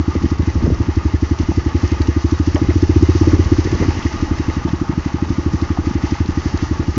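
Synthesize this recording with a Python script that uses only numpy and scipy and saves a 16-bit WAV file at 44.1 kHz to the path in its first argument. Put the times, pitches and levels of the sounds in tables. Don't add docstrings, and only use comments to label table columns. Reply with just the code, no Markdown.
import sys
import numpy as np
from scipy import signal
from scipy.fft import rfft, irfft
from scipy.io import wavfile
from scipy.ndimage import uniform_filter1d

SR = 44100
rng = np.random.default_rng(int(sys.argv[2]) if len(sys.argv) > 2 else 0)


def invert_db(level):
    return 10 ** (np.asarray(level, dtype=float) / 20)


def dump_mix(stems):
    frames = np.atleast_2d(stems).T
    limited = np.clip(frames, -1, 1)
    pcm = np.round(limited * 32767).astype(np.int16)
    wavfile.write(sys.argv[1], SR, pcm)


N = 307799
IDLE_PER_S = 12

# time in seconds, firings per second.
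ENGINE_SPEED = [(0.0, 12.576), (0.41, 12.752), (0.45, 12.487), (1.41, 11.339), (1.88, 11.769),
                (2.4, 13.051), (2.58, 14.374), (2.69, 14.059), (3.33, 16.961), (3.96, 11.506),
                (4.48, 11.687), (4.82, 12.474), (4.98, 11.988), (5.46, 12.776), (5.7, 12.053),
                (6.44, 11.815), (6.45, 12.03), (6.98, 11.436)]

# time in seconds, boom at the camera in dB, bark trim in dB,
# outlet jet in dB, extra puff length in ms.
THROTTLE_LEAN = [(0, 10.5, -3, 0.5, .2), (.25, 10.5, -0.4, -0.5, 0.66), (.64, 14, -2, -.6, -0.051),
                 (.8, 12.5, -.6, -3, -.1), (1.2, 14, 2.5, -1, 0.11), (1.55, 12.7, 3.5, -2, -0.12),
                 (2.0, 15, 3.5, -3, -.25), (2.4, 12.5, 0.9, 0.7, .6), (2.75, 14.5, 2, -2, 0.083),
                 (3.03, 19.5, 1.1, 1.5, -0.14), (3.4, 16.5, -1, -1.5, 0.099), (3.9, 13.5, 4, -4, 0.38),
                 (4.3, 9, 2, -0.3, 0.082), (4.95, 4, -0.5, 0.3, 0.21), (5.55, 9.5, 0, 0.8, 0.044),
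                 (6.1, 7.5, 1.1, 0, 0.48), (6.45, 9, -0.5, 1, .12), (6.9, 11.5, 1.6, -1, -0.12)]

# place after the puff as a share of the cycle, width as a share of
# the cycle, frequency struck most in Hz, reach in octaves, level in dB.
VALVE_KNOCKS = [
    (.21, 0.068, 1950, .35, 4.5),
    (.36, 0.066, 850, 0.29, 6.5),
    (.42, 0.057, 1300, .2, -2),
    (.53, 0.028, 780, 0.4, 5),
    (.8, 0.064, 1220, 0.18, 3.5),
    (0.896, 0.06, 3360, 1, 3.5),
    (.34, 0.035, 4000, 0.38, 7.5),
    (0.27, 0.13, 140, 1, 2.5),
]


def ring(x, hz, width_hz, order=1):
    b, a = signal.iirpeak(hz, hz / width_hz, SR)
    for _ in range(order):
        x = signal.lfilter(b, a, x)
    return x


def unit(x):
    return x / np.sqrt(np.mean(x ** 2))


def add(out, x, s):
    start = int(round(s * SR))
    a, b = max(start, 0), min(start + len(x), N)
    out[a:b] += x[a - start:b - start]


def colour(x, points):
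    hz, db = np.transpose(points)
    f = np.arange(1, N // 2 + 2) * SR / N
    gain_db = np.interp(np.log(f), np.log(hz), db, -90, -90)
    return irfft(rfft(x) * invert_db(gain_db), N)


def walk(rate):
    hold = int(SR / rate)
    steps = np.repeat(rng.standard_normal(N // hold + 1), hold)
    return uniform_filter1d(steps, hold)[:N]


def grains(per_s, spread_db):
    hit = rng.random(N) < per_s / SR
    size = invert_db(spread_db * rng.standard_normal(N))
    return unit(hit * size * rng.choice([-1, 1], size=N))


def curve(table, s):
    knots, *columns = np.transpose(table)
    return [np.interp(s, knots, c) for c in columns]


def struck(hz, gear):
    _, _, centre, reach, db = np.transpose(VALVE_KNOCKS)
    octaves = np.log2(hz / centre)
    return invert_db((db * np.exp(-(octaves / reach) ** 2)) @ gear)


def rumble():
    # frequency in Hz, level per Hz in dB.
    mount_spectrum = [(20, -3), (60, 0), (100, -0.5), (150, -7), (210, -11), (340, -6), (420, -16.5),
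                      (520, -19.5), (750, -29), (1000, -41)]
    shake = rng.standard_normal(N) * invert_db(3.0 * walk(9)) + 0.49 * grains(60, 1.5)
    return unit(colour(shake, mount_spectrum))


def grit(gear, shake):
    # frequency in Hz, level per Hz in dB.
    grit_spectrum = [(1940, -25.5), (3300, -10), (3670, -5.5), (4100, -9), (4290, -1), (6040, 1),
                     (6640, -5), (7220, -10), (7640, -20), (9930, -50.5), (16800, -120)]
    hiss = rng.standard_normal(N) * invert_db(1.6 * walk(25)) + 0.31 * grains(680, 2.0)
    return unit(colour(hiss * shake * struck(3100, gear), grit_spectrum))


def chatter():
    # start in seconds, length in seconds, peak in dB, frequency in Hz.
    ruts = [
        (0.221, .03, -13.5, 190),
        (.655, .062, -12.5, 228),
        (3.715, .05, -18, 210),
        (3.8086, .058, -11.5, 238),
    ]
    beat_s = .0078
    rows = []
    for (s, length, db, hz), chance in zip(ruts, rng.standard_normal((len(ruts), 12, 3))):
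        for k, (late, size, pitch) in enumerate(chance):
            if k * beat_s < length:
                when = s + beat_s * (k + 0.14 * late)
                rows.append((when, db + 1.4 * size, hz * 1.35 ** pitch, (-1) ** (k // 2)))
    return rows


def bumps():
    # time in seconds, peak in dB, frequency in Hz, direction as +1 or -1.
    jolts = [(0.1545, -9, 360, -1), (0.261, -8, 215, -1), (0.4322, -14, 163, -1), (0.628, -13, 204, -1),
             (0.6794, -5.5, 187, 1), (0.871, -19, 185, -1), (1.4347, -15.5, 198, -1), (1.5143, -12, 262, 1),
             (1.5203, -15, 232, 1), (2.636, -16, 150, 1), (2.6472, -13, 167, -1), (3.012, -13, 219, -1),
             (3.47, -20, 198, 1), (3.6533, -10, 215, 1), (3.6736, -11.5, 315, -1), (3.8257, -7.5, 347, -1),
             (3.9704, -20, 261, 1), (3.991, -17, 241, -1), (4.1612, -16, 219, -1), (4.5025, -16.5, 347, -1),
             (4.5857, -20, 193, -1), (4.6573, -17, 180, -1), (4.6861, -14, 204, -1), (4.707, -16, 166, 1),
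             (4.934, -15.5, 159, -1), (5.3237, -21, 230, 1), (5.5376, -9, 206, 1), (5.9125, -10.5, 211, -1),
             (6.1118, -17, 206, -1), (6.2566, -14.5, 267, -1)]
    out = np.zeros(N)
    t = np.arange(-600, 600) / SR
    for s, db, hz, way in jolts + chatter():
        swing = np.exp(-(t * hz / 0.62) ** 2) * np.cos(2 * np.pi * hz * t)
        swing = swing + 0.1 * np.exp(-(t / 0.00063) ** 2)
        add(out, np.sign(way) * invert_db(db) * swing, s + t[0])
    return out


def ticks():
    # time in seconds, peak in dB, frequency in Hz.
    stones = [(.9562, -27.5, 4500), (1.3868, -29, 3500), (1.8757, -23.5, 5400), (1.916, -23.5, 4560),
              (2.0174, -19.5, 4410), (2.0713, -23.5, 4000), (2.3895, -29.5, 4050), (2.5445, -22, 6570),
              (2.578, -26.5, 5630), (2.82, -25, 4510), (3.025, -21, 5100), (4.0254, -22, 3000),
              (4.6892, -22, 2500), (5.6134, -29, 4060), (6.0256, -30, 3920), (6.2584, -26.5, 4500),
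              (6.573, -24.5, 6300), (6.574, -25.5, 3950), (6.588, -21.5, 1600)]
    # time in seconds, peak in dB, frequency in Hz, decay in ms.
    slaps = [(1.514, -21.5, 550, 5), (2.5446, -24, 5200, 4.5), (2.556, -21.5, 1890, 8),
             (2.5565, -26.5, 3030, 6), (2.559, -20, 636, 17), (2.703, -25.5, 684, 11),
             (3.826, -21, 700, 12), (3.828, -27, 1940, 19), (4.06, -28, 1980, 11), (5.77, -21.5, 734, 9.3),
             (.7, -27, 520, 14)]
    stone_width_hz, stone_decay_ms, slap_width_hz = 2600, 2.8, 370
    out = np.zeros(N)
    ms = np.arange(3000) / SR * 1000
    hits = [(s, db, hz, min(stone_width_hz, hz), stone_decay_ms) for s, db, hz in stones]
    hits += [(s, db, hz, slap_width_hz, decay_ms) for s, db, hz, decay_ms in slaps]
    noises = rng.standard_normal((len(hits), len(ms)))
    for (s, db, hz, width_hz, decay_ms), noise in zip(hits, noises):
        blow = (1 - np.exp(-ms / 1.7)) * np.exp(-ms / decay_ms)
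        add(out, invert_db(db) * blow * unit(ring(noise, hz, width_hz, order=2)), s)
    return out


def valve_gear(fired_s):
    turn = np.interp(np.arange(N) / SR, fired_s, np.arange(len(fired_s)))
    cycle, phase = turn.astype(int), turn % 1
    force = 2 * rng.random((len(fired_s), len(VALVE_KNOCKS)))[cycle].T
    knocks = [np.exp(-((phase - share) / width) ** 2) for share, width, *_ in VALVE_KNOCKS]
    return force * np.array(knocks)


def clatter(modes, gear, shake, dull_db, flicker_db):
    knocks = shake * (rng.standard_normal(N) + 0.53 * grains(400, 3.2))
    rung = np.zeros(N)
    for hz, width_hz, db in modes:
        flicker = invert_db(db + flicker_db * walk(26))
        rung += flicker * ring(knocks * struck(hz, gear), hz, width_hz)
    low, high = modes[0][0], modes[-1][0]
    dull = ring(knocks, np.sqrt(low * high), 0.48 * (high - low), order=2)
    return unit(rung + invert_db(dull_db) * dull)


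def firings():
    # time in seconds, boom change in dB, bark change in dB,
    # jet change in dB, boom change in Hz.
    misfires = [
        (3.15, -2.5, -3.5, -4, 1.5),
        (3.45, -4, -40, -23, -10),
        (3.518, 0.8, 2.5, 0.5, 0.5),
        (3.654, -1.5, -4.5, -1.2, 3),
        (3.725, -4.5, -2.5, -10, 3.5),
        (3.804, -2.5, -3.5, 0, 8),
        (3.971, -5.5, -7, -6, 6),
        (4.139, -10.5, -6.5, -8, 1),
        (6.204, 5, -0.5, 0.5, 2.5),
    ]
    t = np.arange(N) / SR
    rate = curve(ENGINE_SPEED, t)[0]
    turn = -.005 + np.cumsum(rate) / SR
    s = np.interp(np.arange(int(turn[-1]) + 1), turn, t)
    extra = curve(ENGINE_SPEED, s)[0] - IDLE_PER_S
    chance = rng.standard_normal((len(s), 4)).T
    boom_db, trim_db, jet_db, longer_ms = curve(THROTTLE_LEAN, s)
    longer_ms = longer_ms + .12 * chance[0]
    bark_db = trim_db + 16 + 4 * extra + 7.5 * longer_ms
    levels = np.array([boom_db, bark_db, jet_db]) + 0.76 * chance[1:]
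    boom_hz = 74.4 + 2.05 * extra + .5 * chance[0]
    puff_ms = 4.33 + .13 * extra + longer_ms
    for when, *change_db, shift_hz in misfires:
        k = np.argmin(np.abs(s - when))
        levels[:, k] += change_db
        boom_hz[k] += shift_hz
    return np.array([s, *levels, boom_hz, puff_ms]).T


def rasp(fired):
    flow = np.zeros(N)
    ms = np.arange(4000) / SR * 1000
    for s, boom_db, *_ in fired:
        gush = (1 - np.exp(-ms / 6)) * np.exp(-ms / 18)
        add(flow, invert_db(0.8 * (boom_db - 4.5)) * gush, s)
    gas = rng.standard_normal((2, N))
    broad = invert_db(-40.5) * unit(ring(gas[0], 450, 170, order=2))
    narrow = invert_db(-35) * unit(ring(gas[1], 349, 70, order=2))
    return flow * (broad + narrow)


def exhaust(fired):
    # frequency in Hz, width in Hz.
    pipe_sections = [(283, 84), (303, 185), (356, 41), (487, 600)]
    can_lag_ms, cool_hz, lead_ms = 4.45, 77, 5
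    out = np.zeros(N)
    ms = np.arange(int(.14 * SR)) / SR * 1000 - lead_ms
    for s, boom_db, bark_db, jet_db, boom_hz, puff_ms in fired:
        puff = np.sin(np.pi * np.clip(ms / puff_ms + .5, 0, 1)) ** 2
        late = np.sin(np.pi * np.clip((ms - can_lag_ms) / puff_ms + .5, 0, 1)) ** 2
        heat = boom_hz / cool_hz - 1
        boom = ring(late, boom_hz, 19 - 45 * heat)
        boom = ring(boom, 1.89 * boom_hz, 142)
        bark = puff
        for hz, width_hz in pipe_sections:
            bark = ring(bark, hz * (1 + .81 * heat), width_hz)
        jet = ring(puff, 167, 85)
        blast = invert_db(boom_db - 1.06) * boom + invert_db(bark_db - 0.12) * bark - invert_db(jet_db) * jet
        add(out, blast, s - lead_ms / 1000)
    return out


def scene():
    # time in seconds, shake in dB.
    ground = [(0, -2.5), (.3, 0), (1.0, -1), (1.45, 1), (1.95, 2.5), (2.25, -1.5), (2.55, 0.5), (3.75, 3.5),
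              (4.0, 4.5), (4.3, 1.2), (4.55, 2), (4.8, -1.5), (5.3, -1), (6.0, 1.2), (6.4, 0), (6.75, 1.6),
              (6.98, -1.8)]
    # level at idle in dB, share of the shake, dB per extra firing per second,
    # share of the lean.
    layers = [
        (-28, .3, 0.5, .02),
        (-35, 0.48, 0.21, -.12),
        (-40.5, 1, 0.2, -.05),
        (-44, .9, 0.6, .05),
    ]
    # frequency in Hz, width in Hz, level in dB.
    case_modes = [(697, 53, -7.5), (835, 25, -1.5), (886.4, 66, 0), (1120, 84, 0.5), (1213.6, 35, 1.5),
                  (1397, 47, -8.5)]
    # frequency in Hz, width in Hz, level in dB.
    fin_modes = [(1755, 45, 1.5), (1903, 36, 5.5), (2042, 160, 2.5), (2240, 220, -10.5), (2500, 56, -4),
                 (2690, 56, -5), (2853, 23, -3), (3000, 150, -19.5), (3830, 35, -6)]
    t = np.arange(N) / SR
    rough_db = curve(ground, t)[0]
    extra = curve(ENGINE_SPEED, t)[0] - IDLE_PER_S
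    lean_db = curve(THROTTLE_LEAN, t)[0] - 11
    rumble_db, cases_db, fins_db, grit_db = (
        db + share * rough_db + rev_db * extra + lean * lean_db for db, share, rev_db, lean in layers)
    fired = firings()
    gear = valve_gear(fired[:, 0])
    shake = invert_db(1.2 * walk(18))
    trail = invert_db(rumble_db) * struck(160, gear) * rumble()
    trail = trail + invert_db(grit_db) * grit(gear, shake) + bumps() + ticks()
    engine = invert_db(cases_db) * clatter(case_modes, gear, np.sqrt(shake), dull_db=-5.5, flicker_db=2.4)
    engine = engine + invert_db(fins_db) * clatter(fin_modes, gear, shake, dull_db=-13.5, flicker_db=2.5)
    return (trail + engine + rasp(fired) + exhaust(fired))[None]


def top_cut(x):
    return signal.sosfilt(signal.butter(12, 7790, fs=SR, output="sos"), x)


def record(dry):
    full = dry + .002
    full = full / (1 + np.abs(full / .99) ** 16) ** (1 / 16)
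    low_pass = signal.butter(12, 7290, fs=SR, output="sos")
    cut = signal.sosfiltfilt(low_pass, full)
    return top_cut(cut)


dry = scene()
out = record(dry)
dump_mix(out)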